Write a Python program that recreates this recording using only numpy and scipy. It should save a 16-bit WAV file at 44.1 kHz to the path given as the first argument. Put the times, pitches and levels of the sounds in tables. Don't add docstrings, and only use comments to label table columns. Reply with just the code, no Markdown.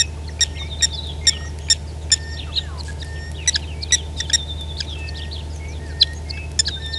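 import sys
import numpy as np
from scipy import signal
from scipy.fft import rfft, irfft
from scipy.io import wavfile

SR = 44100
rng = np.random.default_rng(int(sys.argv[2]) if len(sys.argv) > 2 else 0)


def inscribe(sig):
    pcm = np.round(np.clip(np.atleast_2d(sig).T, -1, 1) * 32767)
    wavfile.write(sys.argv[1], SR, pcm.astype(np.int16))


N = 307818

# frequency in Hz, gain in dB.
HISS_SPECTRUM = [(1200, -17), (3000, 3.5), (6000, 1.5), (8000, 5.5), (11000, -8)]


def chirps(jitter=0.011, onset_jitter=0.03, flutter_db=2.0, rasp_db=-17, onset_db=-4,
           settle_s=0.0028, dispersion=0.85, lead_hz=2400, lead_s=.0155, lead_db=9):
    # start in seconds, length in seconds, top pitch in Hz, level in dB,
    # tilt in dB per octave, level of the trailing rasp in dB.
    calls = [(-.008, .03, 1882, -12, -.5, -44), (.408, 0.03, 1892, -12, -0.5, -35.5),
             (.823, .032, 1881, -12, -.5, -34.5), (1.269, .028, 1866, -9.5, .5, -37.5),
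             (1.7, 0.03, 1836, -10, 0, -33.5), (2.117, 0.026, 1796, -9, 0, -34.5),
             (3.475, 0.022, 1985, -11, 1, -34), (3.922, 0.031, 1970, -10.5, .5, -33),
             (4.332, 0.027, 1898, -11, 0, -39), (6.591, .016, 1767, -9.5, -2, -57)]
    arch = [(0, .96), (.2, .988), (.42, 1), (.65, .992), (1, .955)]
    # frequency in Hz, gain in dB.
    throat = [(1700, -22), (1950, -6.5), (2600, -0.5), (3450, -12.5), (3750, -3.5), (5300, -1.5),
              (5900, -0.5), (7050, -1.5), (7500, -6.5), (8800, -14), (9800, -18), (10900, -24.5),
              (12500, -48)]
    out = np.zeros(N)
    for start, length, top_hz, db, tilt_db, trail_db in calls:
        u, gate = note(length, edge_s=0.0026)
        pitch = top_hz * along(arch, u)[0]
        unsettled = np.exp(-u * length / settle_s)
        phase = phase_of(pitch * (1 + (jitter + onset_jitter * unsettled) * wobble(len(u), 700)))
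        voice = 0
        for k in range(1, 7):
            level = at_hz(throat, k * pitch) + tilt_db * np.log2(k / 3)
            level += flutter_db * wobble(len(u), 300)
            lag = dispersion * k * k
            voice += from_db(level) * np.cos(k * phase - lag)
        breath = coloured(rng.standard_normal(len(u)), throat) * (1 + np.cos(phase))
        rasp = from_db(rasp_db) + from_db(onset_db) * unsettled
        add(out, start - .001, from_db(db) * gate * (voice + rasp * breath))
        u, gate = note(0.0047, edge_s=0.0027)
        peep = whistle(np.full(len(u), lead_hz), rough=0.36, overtone_db=-12.5, rasp_hz=1520)
        add(out, start - lead_s, from_db(trail_db + lead_db) * gate * peep)
        add(out, start + length, trailing_rasp(trail_db))
    return out


def squeaks(hiss_db=-35, drop_per_s2=110):
    # start in seconds, length in seconds, top pitch in Hz, landing level in dB,
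    # swell in dB, roughness from 0 to 1.
    calls = [(0.26, .028, 4640, -29, 31, 0.13), (2.556, .033, 4310, -11, 10.5, 0.18),
             (2.775, 0.037, 5000, -28, 15, 0.4), (2.984, .047, 5050, -29, 22, 0.34),
             (3.522, 0.036, 4650, -12.5, 26, 0.35), (3.81, 0.03, 4880, -18.5, 23, 0.38),
             (4.167, 0.03, 5300, -32, 17, 0.76), (4.267, .032, 4520, -39, 14, 0.3),
             (4.767, 0.036, 4530, -25.5, 9, 0.38), (5.065, 0.033, 5000, -24, 27, 0.23),
             (5.161, .036, 5430, -35.5, 4, 0.25), (5.987, .042, 4995, -1, 48, 0.25),
             (6.28, .034, 5160, -20.5, 33, 0.37), (6.649, 0.037, 4770, -15, 16, 0.37),
             (6.915, .033, 4740, -18, 28, 0.14)]
    contour = [(0, -0.983, -1.2), (.2, .4, -0.84), (.42, 0.98, -0.57), (.58, 0.74, -0.3),
               (.72, 0.011, -0.1), (.8, -0.0076, -0.011), (.9, -0.07, -0.14), (1, -0.11, -0.68)]
    out = np.zeros(N)
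    for start, length, top_hz, db, swell_db, rough in calls:
        u, gate = note(length, edge_s=0.0016)
        height, swell = along(contour, u)
        pitch = top_hz * (1 - drop_per_s2 * length ** 2 * (1 - height))
        breath = coloured(rng.standard_normal(len(u)), HISS_SPECTRUM)
        hiss = from_db(hiss_db) * rough * np.sqrt(u) * breath
        add(out, start, gate * (from_db(db + swell_db * swell) * whistle(pitch, rough) + hiss))
    return out


def clucks(fall=0.12, jitter=0.032, step_db=-13, dispersion=0.66, taper_db=6, trail_db=-22):
    # start in seconds, length in seconds, pitch in Hz, levels of harmonics 1, 2, 3 in dB.
    calls = [(0.289, 0.011, 1920, -35, -58, -56), (2.59, .0055, 1620, -36, -28, -38),
             (3.026, .0075, 1843, -31, -34, -36), (3.557, 0.0084, 1657, -17, -20, -12.5),
             (4.202, 0.0094, 1886, -22, -20.5, -17.5), (4.298, 0.0074, 1670, -23, -20.5, -26),
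             (4.804, 0.0086, 1670, -28, -23.5, -16.5), (6.0265, 0.0059, 1688, -28, -5.5, -17.5),
             (6.373, 0.0084, 1650, -35, -37.5, -43), (6.68, .014, 1670, -24.5, -26.5, -23)]
    out = np.zeros(N)
    for start, length, hz, *levels in calls:
        u, gate = note(length, edge_s=0.0018)
        phase = phase_of(hz * (1 - fall * (u - .5) + jitter * wobble(len(u), 1100)))
        levels += [levels[-1] + step_db * k for k in range(1, 4)]
        voice = sum(from_db(db) * np.cos(k * phase - dispersion * k * k)
                    for k, db in enumerate(levels, 1))
        taper = from_db(taper_db * (0.1751 - (2 * u - 1) ** 2))
        add(out, start - .001, taper * gate * voice)
        add(out, start + length, trailing_rasp(levels[2] + trail_db, length=0.043))
    return out


def trailing_rasp(db, length=0.042, fall_db=10, grain_db=4.0, grain_hz=200):
    # frequency in Hz, gain in dB.
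    spectrum = [(1300, -19), (2400, 6), (3600, 9.5), (5300, -6), (7500, -3), (11000, -13)]
    u, gate = note(length, edge_s=0.0023)
    level = db - fall_db * u + grain_db * wobble(len(u), grain_hz)
    return from_db(level) * gate * coloured(rng.standard_normal(len(u)), spectrum)


def pipes(lift=0.0302, swell_db=11, brighten_db=7, jitter=0.0022):
    # start in seconds, length in seconds, pitch in Hz, level in dB, overtone gain in dB.
    calls = [(.44, 0.18, 1830, -40, 2), (1.30, 0.18, 1845, -32, -0.5), (2.15, 0.23, 1805, -30.5, 1),
             (3.04, 0.26, 1808, -31, -2), (4.99, .295, 1818, -34.5, -10), (5.89, .25, 1829, -30.5, -12),
             (6.795, 0.29, 1794, -28, 1)]
    # harmonic number, relative level in dB.
    harmonics = [(1, -4), (2, -21.5), (3, -8.5), (4, -18.5)]
    out = np.zeros(N)
    for start, length, hz, db, overtones_db in calls:
        u, gate = note(length, edge_s=0.0094)
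        phase = phase_of(hz * (1 + lift * u ** 3 + jitter * wobble(len(u), 120)))
        off_peak = abs(u - .75)
        bright_db = overtones_db - brighten_db * off_peak
        voice = sum(from_db(level + bright_db * (k > 1) + 0.67 * wobble(len(u), 32)) * np.sin(k * phase)
                    for k, level in harmonics)
        add(out, start, from_db(db - swell_db * off_peak) * gate * voice)
    return out


def whistle(hz, rough, jitter=0.045, flutter_db=7.0, rough_hz=260, overtone_db=-31, rasp_hz=480):
    size = len(hz)
    phase = phase_of(hz * (1 + jitter * rough * wobble(size, rough_hz)))
    tone = np.sin(phase) + from_db(overtone_db) * np.sin(2 * phase)
    flutter = from_db(flutter_db * rough * (wobble(size, rough_hz) - .5))
    sidebands = wobble(size, rasp_hz) * np.sin(phase) + wobble(size, rasp_hz) * np.cos(phase)
    return tone * flutter + 0.85 * rough * sidebands


def slurs(settle=4.5, rough=0.23, overshoot=.17):
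    # start in seconds, length in seconds, final pitch in Hz, level in dB.
    calls = [(0.577, 0.065, 3600, -29.5), (0.698, .052, 3570, -29.5), (0.785, 0.081, 3610, -26.5),
             (0.902, 0.069, 3490, -29), (0.973, 0.026, 3850, -24), (3.881, .10, 3520, -31),
             (4.16, .073, 3510, -27.5), (4.361, 0.074, 3550, -28.5), (4.476, 0.049, 3540, -27.5),
             (4.576, 0.06, 3506, -29.5), (4.683, 0.042, 3446, -32), (6.691, .091, 3596, -27),
             (6.815, 0.072, 3560, -28.5), (6.922, 0.085, 3620, -26.5)]
    # share of the call, gain in dB.
    envelope = [(0, -10), (.14, -7.5), (.21, -4), (.6, 3.5), (.8, -1), (1, -8)]
    out = np.zeros(N)
    for start, length, hz, db in calls:
        u, gate = note(length, edge_s=0.0052)
        pitch = hz * (1 + overshoot * np.exp(-settle * u))
        voice = whistle(pitch, rough * np.exp(-2 * u))
        add(out, start, from_db(db + along(envelope, u)[0]) * gate * voice)
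    return out


def whistled(calls, bend, rough, falter_db=2.0, falter_hz=50):
    # share of the call, gain in dB.
    envelope = [(0, -7.5), (.15, -3), (.5, -0.5), (.8, -2), (1, -6.5)]
    out = np.zeros(N)
    for start, length, hz, db in calls:
        u, gate = note(length, edge_s=0.0045)
        level = db + along(envelope, u)[0] + falter_db * wobble(len(u), falter_hz)
        add(out, start, from_db(level) * gate * whistle(hz * bend(u, length), rough))
    return out


def peeps(crest=0.39, rise_octaves=.44, fall_octaves=.52, ease=1.4):
    # start in seconds, length in seconds, crest pitch in Hz, level in dB.
    calls = [(.553, 0.039, 3250, -36), (.924, 0.058, 5470, -32.5), (2.365, 0.051, 4300, -30.5),
             (2.402, 0.043, 3440, -34.5), (2.518, 0.069, 4020, -30), (2.853, .035, 5630, -43),
             (3.343, .055, 4000, -41), (5.143, .06, 4180, -31), (5.207, 0.048, 3740, -31.5),
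             (5.309, 0.061, 4600, -29), (5.376, 0.036, 3750, -32)]

    def bend(u, length):
        climb = np.clip(u / crest, 0, 1)
        slide = np.clip((u - crest) / (1 - crest), 0, 1)
        return 2 ** (-rise_octaves * (1 - climb) - fall_octaves * (1 - (1 - slide) ** ease))
    return whistled(calls, bend, rough=0.39, falter_db=2.5, falter_hz=90)


def sighs(fall_octaves=.35):
    # start in seconds, length in seconds, first pitch in Hz, level in dB.
    calls = [(1.028, 0.094, 4050, -28), (1.295, .08, 3580, -28.5), (2.321, 0.034, 5400, -40),
             (2.465, 0.042, 1450, -39), (2.548, .035, 3460, -33), (2.592, 0.03, 4140, -32),
             (2.679, .15, 1165, -40.5), (3.378, 0.066, 3050, -33.5), (3.612, .035, 3200, -35),
             (3.672, .067, 3230, -35.5), (3.974, 0.038, 3720, -30), (4.229, 0.037, 3700, -37.5),
             (4.811, 0.021, 2800, -35), (4.865, 0.093, 3920, -30.5)]
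    return whistled(calls, lambda u, length: 2 ** (-fall_octaves * u), rough=.28)


def upturns(lift=.125):
    # start in seconds, length in seconds, first pitch in Hz, level in dB.
    calls = [(.544, .14, 2130, -37.5), (1.21, .13, 2120, -34.5), (3.738, 0.14, 2280, -41),
             (5.598, 0.14, 2187, -38.5), (6.255, 0.16, 2134, -39.5)]
    return whistled(calls, lambda u, length: 1 + lift * u ** 3, rough=0.16)


def held_notes(sag=0.0327):
    # start in seconds, length in seconds, middle pitch in Hz, level in dB.
    calls = [(-.03, 0.093, 2580, -29.5), (2.414, 0.187, 2655, -43), (4.952, .15, 2627, -33.5),
             (6.316, .14, 2614, -33)]
    return whistled(calls, lambda u, length: 1 - sag * (u - .5), rough=0.13)


def lisps(rise_per_s=.8):
    # start in seconds, length in seconds, first pitch in Hz, level in dB.
    calls = [(1.607, .13, 6440, -46), (2.521, 0.13, 6570, -47), (6.143, .055, 6430, -42)]
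    return whistled(calls, lambda u, length: 1 + rise_per_s * u * length, rough=0.38)


def mews(top=0.23, bend_per_s2=27):
    # start in seconds, length in seconds, top pitch in Hz, level in dB.
    calls = [(2.565, 0.17, 1860, -39.5), (2.879, 0.028, 1663, -29.5), (5.797, 0.137, 1870, -41),
             (6.756, .035, 1570, -39)]
    return whistled(calls, lambda u, length: np.exp(-bend_per_s2 * ((u - top) * length) ** 2), rough=0.13)


def pips(fall=0.14, period_s=.039, pip_s=.013):
    # start in seconds, length of the run in seconds, middle pitch in Hz, level in dB.
    runs = [(.169, .02, 1130, -44), (.61, .02, 1140, -41), (1.325, .14, 1285, -40.5),
            (4.879, .17, 1300, -48)]
    calls = [(start + delay, pip_s, hz, db)
             for start, length, hz, db in runs for delay in np.arange(0, length, period_s)]
    return whistled(calls, lambda u, length: 1 - fall * (u - .5), rough=.28)


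def far_flock(count=55, level_db=-48, centre_hz=4000, spread=0.5, fall=0.201, size_db=8):
    out = np.zeros(N)
    for when, size, pitch in rng.random((count, 3)):
        u, gate = note(0.018 + 0.036 * size, edge_s=0.0092)
        hz = centre_hz * np.exp(spread * (2 * pitch - 1) - fall * (u - .5))
        level = level_db + size_db * (size - .5)
        add(out, when * N / SR, from_db(level) * gate * whistle(hz, rough=0.51))
    return out


def ticks(gain_db=-3, decay_s=0.0017, low_cut_hz=2800):
    # start in seconds, relative level in dB.
    clicks = [(1.0715, -26.5), (1.5878, -23), (2.8344, -27.5), (3.0464, -26), (3.3159, -23.5),
              (4.6104, -23), (5.5613, -28), (6.134, -24.5), (6.5161, -23.5), (6.8623, -22.5)]
    out = np.zeros(N)
    t = np.arange(SR // 50) / SR
    for start, db in clicks:
        add(out, start, from_db(db + gain_db) * np.exp(-t / decay_s) * rng.standard_normal(len(t)))
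    return signal.sosfilt(signal.butter(1, low_cut_hz, "high", fs=SR, output="sos"), out)


def rustles(grain_db=4.0, grain_hz=250):
    # start in seconds, length in seconds, level before filtering in dB.
    bursts = [(2.847, 0.083, -43), (3.031, .12, -52), (4.981, .025, -45), (5.857, 0.036, -50)]
    out = np.zeros(N)
    for start, length, db in bursts:
        u, gate = note(length, edge_s=0.0045)
        grains = from_db(db + grain_db * wobble(len(u), grain_hz))
        add(out, start, grains * gate * rng.standard_normal(len(u)))
    return coloured(out, HISS_SPECTRUM)


def scrub(x, t60_s, dull_hz, build_s=0.013):
    t = np.arange(SR) / SR
    tail = rng.standard_normal(SR) * from_db(-60 * t / t60_s) * np.clip(t / build_s, 0, 1)
    tail = signal.sosfilt(signal.butter(2, dull_hz, fs=SR, output="sos"), tail / np.linalg.norm(tail))
    return signal.fftconvolve(x, tail)[:N]


def generator(cycle_hz=12.735, blade_hz=223.4, weak_db=-66, waver_db=2.05, speed_drift=0.001197):
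    # multiple of the cycle, rms level in dB.
    engine_orders = [(4, -49), (5, -68), (6, -30), (7, -51), (8, -48.5), (9, -46.5), (10, -62), (11, -45.5),
                     (12, -43.5), (15, -55.5), (16, -61), (18, -59), (22, -62), (24, -58), (28, -54),
                     (32, -56), (45, -59), (55, -65)]
    # multiple of the blade rate, rms level in dB.
    fan_tones = [(2, -56), (3, -56.5), (4, -53)]
    phase_per_hz = phase_of(1 + speed_drift * wobble(N, 1.55))
    orders = {k: weak_db for k in range(13, 58)} | dict(engine_orders)
    lines = [(k * cycle_hz, db) for k, db in orders.items()]
    lines += [(k * blade_hz, db) for k, db in fan_tones]
    wavers = [from_db(waver_db * wobble(N, 1.9)) for _ in range(5)]
    out = np.zeros(N)
    for i, (hz, db) in enumerate(lines):
        waver = wavers[i % len(wavers)] if hz > 13 * cycle_hz else 1
        out += np.sqrt(2) * from_db(db) * waver * np.sin(hz * phase_per_hz + rng.uniform(0, 2 * np.pi))
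    return out


def open_air():
    # frequency in Hz, power density in dB per Hz.
    density = [(20, -89), (36, -66), (75, -59.5), (125, -64.5), (170, -68.5), (400, -70.5), (520, -76.5),
               (880, -75.5), (1120, -86.5), (1700, -84.5), (3700, -87), (6000, -89), (10800, -94),
               (12000, -102)]
    return coloured(rng.standard_normal(N), density) * np.sqrt(SR / 2)


def from_db(db):
    return 10 ** (np.asarray(db) / 20)


def at_hz(spectrum, hz):
    f, db = np.transpose(spectrum)
    return np.interp(np.log(np.maximum(hz, 1)), np.log(f), db)


def along(contour, u):
    share, *columns = np.transpose(contour)
    return [np.interp(u, share, column) for column in columns]


def wobble(size, rate_hz):
    f = np.arange(size + 1) * SR / (2 * size)
    slow = irfft(rfft(rng.standard_normal(2 * size)) / (1 + (f / rate_hz) ** 4))
    return slow[:size] / slow.std()


def note(length, edge_s):
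    t = np.arange(int((max(length, .003) + edge_s) * SR)) / SR
    ramp = np.clip(np.minimum(t, t[-1] - t) / edge_s, 0, 1)
    return t / t[-1], np.sin(np.pi / 2 * ramp) ** 2


def phase_of(hz):
    return 2 * np.pi * np.cumsum(hz) / SR


def add(out, start_s, sound):
    start = int(start_s * SR)
    sound = sound[max(-start, 0):max(N - start, 0)]
    start = max(start, 0)
    out[start:start + len(sound)] += sound


def coloured(x, spectrum):
    hz = np.arange(len(x) + 1) * SR / (2 * len(x))
    return irfft(rfft(x, 2 * len(x)) * from_db(at_hz(spectrum, hz)))[:len(x)]


def scene():
    near = chirps() + squeaks() + clucks()
    ringing = slurs()
    whistles = peeps() + sighs() + upturns() + held_notes() + lisps() + mews() + pips()
    far = pipes() + ringing + whistles + far_flock() + ticks() + rustles()
    close_scatter = scrub(from_db(-18.5) * near + from_db(-20.5) * far, t60_s=0.039, dull_hz=6400)
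    wide_scatter = scrub(from_db(-31.5) * near + from_db(-12.0) * far, t60_s=0.7, dull_hz=6040)
    tree_line = scrub(from_db(-10.5) * ringing, t60_s=0.92, dull_hz=6040)
    return (near + far + close_scatter + wide_scatter + tree_line + open_air() + generator())[None]


def record(dry, ceiling=.88, cutoff_hz=11300):
    rounded = dry / (1 + (dry / ceiling) ** 8) ** (1 / 8)
    return signal.sosfilt(signal.ellip(10, .1, 80, cutoff_hz, fs=SR, output="sos"), rounded)


dry = scene()
out = record(dry)
inscribe(out)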